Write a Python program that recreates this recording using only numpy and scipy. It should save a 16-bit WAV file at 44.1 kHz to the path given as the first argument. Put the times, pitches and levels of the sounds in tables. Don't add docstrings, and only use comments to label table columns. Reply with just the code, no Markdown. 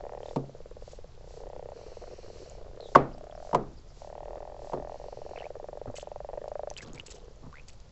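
import sys
import numpy as np
from scipy import signal
from scipy.fft import rfft, irfft
from scipy.io import wavfile

SR = 44100
rng = np.random.default_rng(int(sys.argv[2]) if len(sys.argv) > 2 else 0)


def store_pcm(level_fs):
    pcm = np.round(np.clip(level_fs, -1, 1) * 32767).astype(np.int16)
    wavfile.write(sys.argv[1], SR, np.atleast_2d(pcm).T)


N = 348831
TIME = np.arange(N) / SR


def from_db(db):
    return 10 ** (np.asarray(db) / 20)


def unit_rms(x):
    return x / np.sqrt(np.mean(x ** 2) + 1e-20)


def automation(points):
    return np.interp(TIME, *np.transpose(points))


def add(track, s, sound):
    start = int(np.clip(round(s * SR), 0, N - 1))
    track[start:start + len(sound)] += sound[:N - start]


def shaped_noise(eq):
    hz, db = np.transpose(eq)
    bins = np.fft.rfftfreq(N, 1 / SR) + 1e-3
    gain = from_db(np.interp(np.log(bins), np.log(hz), db))
    return unit_rms(irfft(rfft(rng.normal(size=N)) * gain, N))


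def filtered(x, hz, kind, order=2):
    sos = signal.butter(order, np.clip(hz, 10, .45 * SR), kind, fs=SR, output="sos")
    return signal.sosfilt(sos, x)


def decay(t, t60):
    return np.exp(-np.log(1000) * t / max(t60, 1e-4))


def ring(t, hz, t60):
    return np.sin(2 * np.pi * hz * t) * decay(t, t60)


def struck(t, modes, scale=1, spread_db=1):
    return sum((-1) ** k * from_db(db + spread_db * rng.normal()) * ring(t, hz * scale, t60)
               for k, (hz, db, t60) in enumerate(modes))


# (frequency [Hz], relative level [dB])
AIR_EQ = [(20, 1.5), (48, -3.5), (80, -11.5), (140, -14), (290, -29.5), (450, -27.5), (800, -29.5),
          (1800, -41), (3500, -44.5), (7000, -66.5)]
# (time [s], level [dB])
RUMBLE_RIDE = [(0.0, -52), (0.11, -54), (2.73, -51), (2.82, -58), (2.99, -43.5), (3.21, -52), (7.9, -54.5)]


def outdoor_air(level_db=-47, ride_depth=0.94, rumble_below_hz=110):
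    air = from_db(level_db) * shaped_noise(AIR_EQ)
    ride_db = automation(RUMBLE_RIDE)
    rumble_gain = from_db(ride_depth * (ride_db - ride_db.mean()))
    return air + (rumble_gain - 1) * filtered(air, rumble_below_hz, "low", order=1)


# (frequency [Hz], relative level [dB])
HISS_EQ = [(1500, -5.5), (2800, 0), (4500, 7), (7500, 2), (9000, -34)]
SWELL_EQ = [(1500, -12.5), (3000, -8.5), (4500, -2), (7400, -5), (9000, -20)]
SWELL_TIMES = [0.30, 0.90, 1.35, 2.40, 2.91, 3.469, 4.02, 4.68]


def hiss(steady_db=-70, swell_db=-62.5, swell_s=0.086):
    steady = from_db(steady_db) * shaped_noise(HISS_EQ)
    swells = sum(np.exp(-((TIME - s) / swell_s) ** 2) for s in SWELL_TIMES)
    return steady + from_db(swell_db) * swells * shaped_noise(SWELL_EQ)


# (time [s], level [dB])
CHORUS_RIDE = [(0.1, -53), (0.6, -61.5), (1.15, -67.5), (1.5, -51.5), (2.7, -51.5), (3.8, -63), (4.4, -50),
               (5.2, -59), (6.2, -61.5), (7.1, -56.5), (7.8, -69.5)]


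def far_frogs(pulses_per_s=130, sac_hz=495, spread_db=4):
    out = np.zeros(N)
    for s in TIME[rng.random(N) < pulses_per_s / SR]:
        gain = from_db(spread_db * rng.normal())
        caller_hz = sac_hz * np.exp(0.13 * rng.normal())
        add(out, s, gain * croak_pulse(caller_hz, rasp_db=-19.5))
    return from_db(automation(CHORUS_RIDE)) * unit_rms(out)


# (time [s], length [s], start pitch [Hz], end pitch [Hz], level [dB])
CHIRPS = [(2.796, 0.11, 4240, 3380, -54), (3.125, 0.029, 5060, 4830, -59.5),
          (3.348, 0.021, 5300, 5160, -59.5), (3.761, 0.0378, 5080, 4700, -62),
          (3.883, 0.044, 5100, 4930, -63)]


def far_bird(blur=0.061):
    out = np.zeros(N)
    for s, length, start_hz, end_hz, db in CHIRPS:
        size = int(length * SR)
        jitter = unit_rms(filtered(rng.normal(size=size), 300, "low"))
        hz = np.linspace(start_hz, end_hz, size) * (1 + blur * jitter)
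        whistle = np.sin(2 * np.pi * np.cumsum(hz) / SR)
        add(out, s, from_db(db) * np.hanning(size) ** .5 * whistle)
    return out


# (start [s], end [s], level [dB])
ZOOMS = [(1.704, 2.624, -61.5), (4.85, 5.536, -64.5)]
# (frequency [Hz], relative level [dB])
WHIRR_EQ = [(1500, -8), (2900, -3.5), (3500, -16), (4250, 1), (4900, -5), (5600, -2), (7500, -13.5)]


def zoom_lens(ramp_s=0.083):
    running = sum(from_db(db) * np.clip(np.minimum(TIME - start, end - TIME) / ramp_s, 0, 1)
                  for start, end, db in ZOOMS)
    return running * shaped_noise(WHIRR_EQ)


def ripples(ticks_per_s=35, level_db=-55, rise_per_s=25):
    out, t = np.zeros(N), TIME[:SR // 50]
    for s in TIME[rng.random(N) < ticks_per_s / SR]:
        gain = from_db(level_db + 2 * rng.normal())
        add(out, s, gain * ring(t * (1 + rise_per_s * t), hz=rng.uniform(2000, 7000), t60=.004))
    return out


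# (time [s], level before trim [dB])
BURSTS = [(3.1817, -46.5), (3.2415, -47), (5.676, -47), (5.7748, -49), (6.4817, -39), (6.7386, -41),
          (7.1821, -45.5), (7.8012, -42)]


def bursting_bubbles(trim_db=-1.5, t60=.012, low_cut_hz=2800):
    out, t = np.zeros(N), TIME[:SR // 40]
    for s, db in BURSTS:
        click = rng.normal(size=len(t)) * decay(t, t60)
        add(out, s, from_db(db + trim_db) * filtered(click, low_cut_hz, "high"))
    return out


def churn(strokes, low_hz, high_hz, bubbles_per_s, cycles, tail_s, tilt_db):
    out, t = np.zeros(N), TIME[:SR // 5]
    for s, length, db in strokes:
        cloud = np.zeros(len(t))
        for onset, pitch, strength in rng.random((int(bubbles_per_s * t[-1]), 3)):
            start = int(onset * len(t))
            hz = low_hz * (high_hz / low_hz) ** pitch
            age = t[:min(int(SR * cycles / hz), len(t) - start)]
            gain = from_db(10 * strength + tilt_db * pitch)
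            cloud[start:start + len(age)] += gain * ring(age, hz, cycles / hz)
        attack = 1 - np.exp(-4 * t / length)
        release = np.exp(-np.maximum(t - length, 0) / tail_s)
        add(out, s, from_db(db) * attack * release * unit_rms(cloud))
    return out


# (time [s], length [s], level [dB])
SLOSHES = [(5.865, 0.019, -38.5), (6.805, 0.11, -47.5), (6.920, 0.06, -47), (7.420, 0.047, -45)]


def slosh():
    return churn(SLOSHES, low_hz=99, high_hz=1370, bubbles_per_s=1100,
                 cycles=18, tail_s=0.022, tilt_db=0.5)


# (time [s], length [s], level [dB])
KICKS = [(0.911, 0.0064, -55.5), (5.952, 0.025, -44.5), (6.773, 0.0039, -41.5), (6.815, .014, -50.5),
         (6.945, 0.0059, -49), (7.057, .014, -48.5), (7.095, 0.025, -48), (7.677, .013, -52)]


def splashes(fall_delay_s=.044, fall_db=-9, drops_db=-12.5):
    falls = [(s + fall_delay_s, length, db + fall_db) for s, length, db in KICKS]
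    spray = churn(list(KICKS) + falls, low_hz=1240, high_hz=8730, bubbles_per_s=3000,
                  cycles=28, tail_s=0.0078, tilt_db=30.5)
    drops = churn(KICKS, low_hz=2550, high_hz=7300, bubbles_per_s=70, cycles=15, tail_s=0.07, tilt_db=0)
    return spray + from_db(drops_db) * drops


# (start [s], end [s], bubbles [count],
# start level [dB], end level [dB], start pitch [Hz], end pitch [Hz])
TRAILS = [ (0.231, 0.292, 3, -46, -43.5, 3100, 3560), (5.361, 5.412, 5, -39, -40, 2400, 2800),
          (5.430, 5.455, 3, -43, -42, 1920, 2350), (6.766, 6.827, 4, -31.5, -40.5, 3020, 1680),
          (6.958, 6.998, 3, -49.5, -28, 2170, 2760), (7.528, 7.597, 6, -42, -42, 1100, 2580), ]
# (time [s], level [dB], pitch [Hz])
DRIPS = [(2.498, -38, 6800), (2.806, -38.5, 4100), (3.312, -46.5, 3250), (5.967, -34, 2880),
         (6.702, -29, 6100), (6.781, -31, 4730), (6.933, -37.5, 6700), (7.684, -40.5, 4790)]


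def bubbles(rise_per_s=7.2, cycles=45.4, snap_db=-9, pitch_scatter=0.061):
    out, t = np.zeros(N), TIME[:SR // 25]
    trail_bubbles = []
    for start, end, count, start_db, end_db, start_hz, end_hz in TRAILS:
        trail = np.linspace((start, start_db, start_hz), (end, end_db, end_hz), int(round(count)))
        trail_bubbles += [(s, db, hz * np.exp(pitch_scatter * rng.normal())) for s, db, hz in trail]
    for s, db, hz in trail_bubbles + list(DRIPS):
        snap = from_db(snap_db) * rng.normal(size=len(t)) * decay(t, t60=0.0013)
        plink = ring(t * (1 + rise_per_s * t), hz, t60=cycles / hz)
        add(out, s, from_db(db) * (plink + snap))
    return out


def fizz(relative_db=-23):
    strokes = [(start, end - start, (start_db + end_db) / 2 + relative_db)
               for start, end, _, start_db, end_db, *_ in TRAILS]
    return churn(strokes, low_hz=1250, high_hz=3580, bubbles_per_s=290,
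                 cycles=4.7, tail_s=0.028, tilt_db=7.5)


# (frequency [Hz], relative level [dB], t60 [s])
WOOD_MODES = [(137, -15, 0.4), (171.2, -9, 0.055), (242.2, -15, 0.15), (272, -11, 0.17), (305, -12, 0.037),
              (366.4, -9.5, 0.16), (404, -15, 0.24), (458.4, -7.5, 0.12), (530.4, -7.5, 0.11),
              (604, -3, 0.054), (713, -6.5, 0.1), (807, -8, 0.046), (922, 1, 0.043), (1131, -12, 0.11),
              (1218, -12, 0.094), (1446, -14, 0.043), (1590, -17.5, 0.038), (2057, -17.5, .05)]
# (centre [Hz], relative level [dB], t60 [s])
GARDEN_REVERB = [(250, -18.5, 0.45), (517, -11.5, 0.25), (910, -22.5, 0.35), (1890, -25, 0.2),
                 (4173, -26.5, 0.2)]
# (time [s], body level [dB],
# body high cut [Hz], boom boost [dB], clack level [dB], clack pitch [Hz], crack level [dB])
KNOCKS = [ (0.360, -20.5, 650, 6.5, -41, 790, -42.5), (2.950, -17.5, 2000, -16, -17.5, 1480, -31),
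          (2.9553, -8, 2200, -2, -2, 1108, -29.5), (3.530, -22.5, 1100, 2.5, -30, 925, -47),
          (3.547, -15, 1240, -1.5, -12.5, 969, -33.5), (4.733, -23, 840, -2.5, -27, 940, -48), ]


def wooden_knocks(clack_rise_s=.0026, crack_t60=0.044, boom_below_hz=340, reverb_rise_s=0.017):
    out, t = np.zeros(N), TIME[:SR // 2]
    for s, body_db, high_cut_hz, boom_db, clack_db, clack_hz, crack_db in KNOCKS:
        wood = struck(t, [(hz, db + boom_db * (hz < boom_below_hz), t60) for hz, db, t60 in WOOD_MODES])
        reverb = np.zeros(len(t))
        for hz, db, t60 in GARDEN_REVERB:
            octave = filtered(rng.normal(size=len(t)), [hz / 2 ** .5, hz * 2 ** .5], "band")
            reverb += from_db(db) * decay(t, t60) * unit_rms(octave)
        reverb *= 1 - np.exp(-t / reverb_rise_s)
        body = filtered(wood + reverb, high_cut_hz, "low")
        clack = np.sin(2 * np.pi * clack_hz * t) * t / clack_rise_s * np.exp(1 - t / clack_rise_s)
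        bright_noise = filtered(rng.normal(size=len(t)), [1200, 3600], "band", order=1)
        crack = unit_rms(bright_noise) * decay(t, crack_t60)
        add(out, s, from_db(body_db) * body + from_db(clack_db) * clack + from_db(crack_db) * crack)
    return out


# (frequency [multiple of the sac pitch], relative level [dB], t60 [s])
SAC_MODES = [(0.745, -18.5, 0.019), (1.0, 0, 0.017), (0.98, 4, 0.009)]
# (frequency [Hz], relative level [dB], t60 [s])
RASP_MODES = [(810, -3, 0.0098), (1290, -17, 0.0071), (1827, -19, .009), (2330, -25.5, 0.0054)]


def croak_pulse(sac_hz, rasp_db, swell_s=0.001, snap_s=0.0002, tension=0.91, relax_s=0.0013):
    t = TIME[:SR // 32]
    pitch_hz = sac_hz * (1 + 0.029 * rng.normal())
    warped_t = t + tension * relax_s * (1 - np.exp(-t / relax_s))
    sac = struck(warped_t, SAC_MODES, pitch_hz, spread_db=0.75) * (1 - np.exp(-t / swell_s))
    rasp = sum(from_db(db) * ring(t, hz, t60) for hz, db, t60 in RASP_MODES) * (1 - np.exp(-t / snap_s))
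    return sac / np.abs(sac).max() - from_db(rasp_db) * rasp


def pulse_train(start, end, count, quickening, peak_db, swell_db, fade_db):
    progress = np.linspace(0, 1, int(round(count)))
    times = start + (end - start) * (progress + quickening / 2 * progress * (1 - progress))
    from_peak = np.sqrt(abs(swell_db)) * (1 - progress) - np.sqrt(abs(fade_db)) * progress
    return zip(times, peak_db - from_peak ** 2)


# (start [s], end [s], pulses [count], quickening [share of the pulse gap], peak level [dB],
# swell depth [dB, sign ignored], fade depth [dB, sign ignored], sac pitch [Hz], rasp [dB])
CROAKS = [ (0.0066, 0.173, 5, .19, -31, 4, 4, 600, 2), (0.038, 0.31, 11, 0.077, -31, 0.5, -1, 506, 4),
          (0.3315, 1.043, 14, -0.024, -35.5, 1.5, 1, 492, -7),
          (1.176, 1.719, 18, 0.069, -33, 11.5, 0.5, 504, 3.5),
          (1.376, 1.458, 3, -0.099, -37, 0, 0, 440, -4),
          (1.7616, 2.4744, 14, -0.14, -35.5, 1.5, 5, 470, 0.5),
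          (1.793, 2.144, 9, 0.011, -38.5, -0.5, 17, 507, -2), (2.519, 2.745, 8, -.05, -40.5, 0, 3, 565, 0),
          (2.774, 2.918, 6, -0.21, -34, -0.7, 5, 486, -2.5),
          (3.0813, 3.513, 17, .506, -34.5, 5, .5, 607, -18),
          (4.0188, 4.544, 22, 0.19, -32, 4, 4.5, 565, 4.5), (4.223, 4.528, 5, 0, -41, 0.5, -2, 446, -1.5),
          (4.565, 4.943, 16, 0.15, -31, 5.5, 1, 571, 3.5),
          (4.957, 5.504, 13, -.197, -31.5, 1.5, -0.5, 541, 0),
          (5.061, 5.877, 14, 0.03, -34, -1, 2.5, 466, -1),
          (5.291, 5.465, 5, -0.069, -30, 6.5, 1, 650, -0.5),
          (5.554, 5.941, 10, .067, -30, 1, 1.2, 536, -0.5),
          (5.983, 6.457, 12, 0.077, -28.5, 3, 4.5, 543, 0), (6.298, 6.416, 4, 0, -27, 7, 2, 524, 1.5),
          (6.441, 6.673, 7, -0.085, -24, 4.5, -1, 558, -7),
          (7.144, 7.255, 4, -0.0065, -43, .1, 4.5, 458, -10), ]
# (time [s], level [dB], sac pitch [Hz], rasp [dB])
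GRUNTS = [(4.781, -30, 410, -2), (5.015, -36, 520, 4), (6.353, -37, 505, -4), (6.712, -32, 543, 8)]


def near_frogs(full_voice_db=-33, softening=0.3, uneven_db=0.15):
    out = np.zeros(N)
    pulses = [(s, db, sac_hz, rasp_db)
              for *phrasing, sac_hz, rasp_db in CROAKS for s, db in pulse_train(*phrasing)]
    for s, db, sac_hz, rasp_db in pulses + list(GRUNTS):
        softened_db = rasp_db + softening * min(db - full_voice_db, 0)
        add(out, s, from_db(db + uneven_db * rng.normal()) * croak_pulse(sac_hz, softened_db))
    return out


def bank_echoes(x, level_db=-15, t60=0.026, echoes_per_s=900, predelay_s=.004):
    t = TIME[:SR // 6]
    echoes = rng.normal(size=len(t)) * (rng.random(len(t)) < echoes_per_s / SR)
    echoes *= (t > predelay_s) * decay(t, t60)
    return x + from_db(level_db) * signal.fftconvolve(x, echoes / np.linalg.norm(echoes))[:N]


def scene():
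    bed = outdoor_air() + hiss() + far_frogs() + far_bird() + zoom_lens()
    water = ripples() + bursting_bubbles() + slosh() + splashes() + bubbles() + fizz()
    return (bed + wooden_knocks() + bank_echoes(water + near_frogs()))[None]


def record(dry, high_cut_hz=7850):
    high_cut = signal.ellip(10, .2, 70, high_cut_hz, fs=SR, output="sos")
    return signal.sosfilt(high_cut, np.clip(dry, -1, 1))


dry = scene()
out = record(dry)
store_pcm(out)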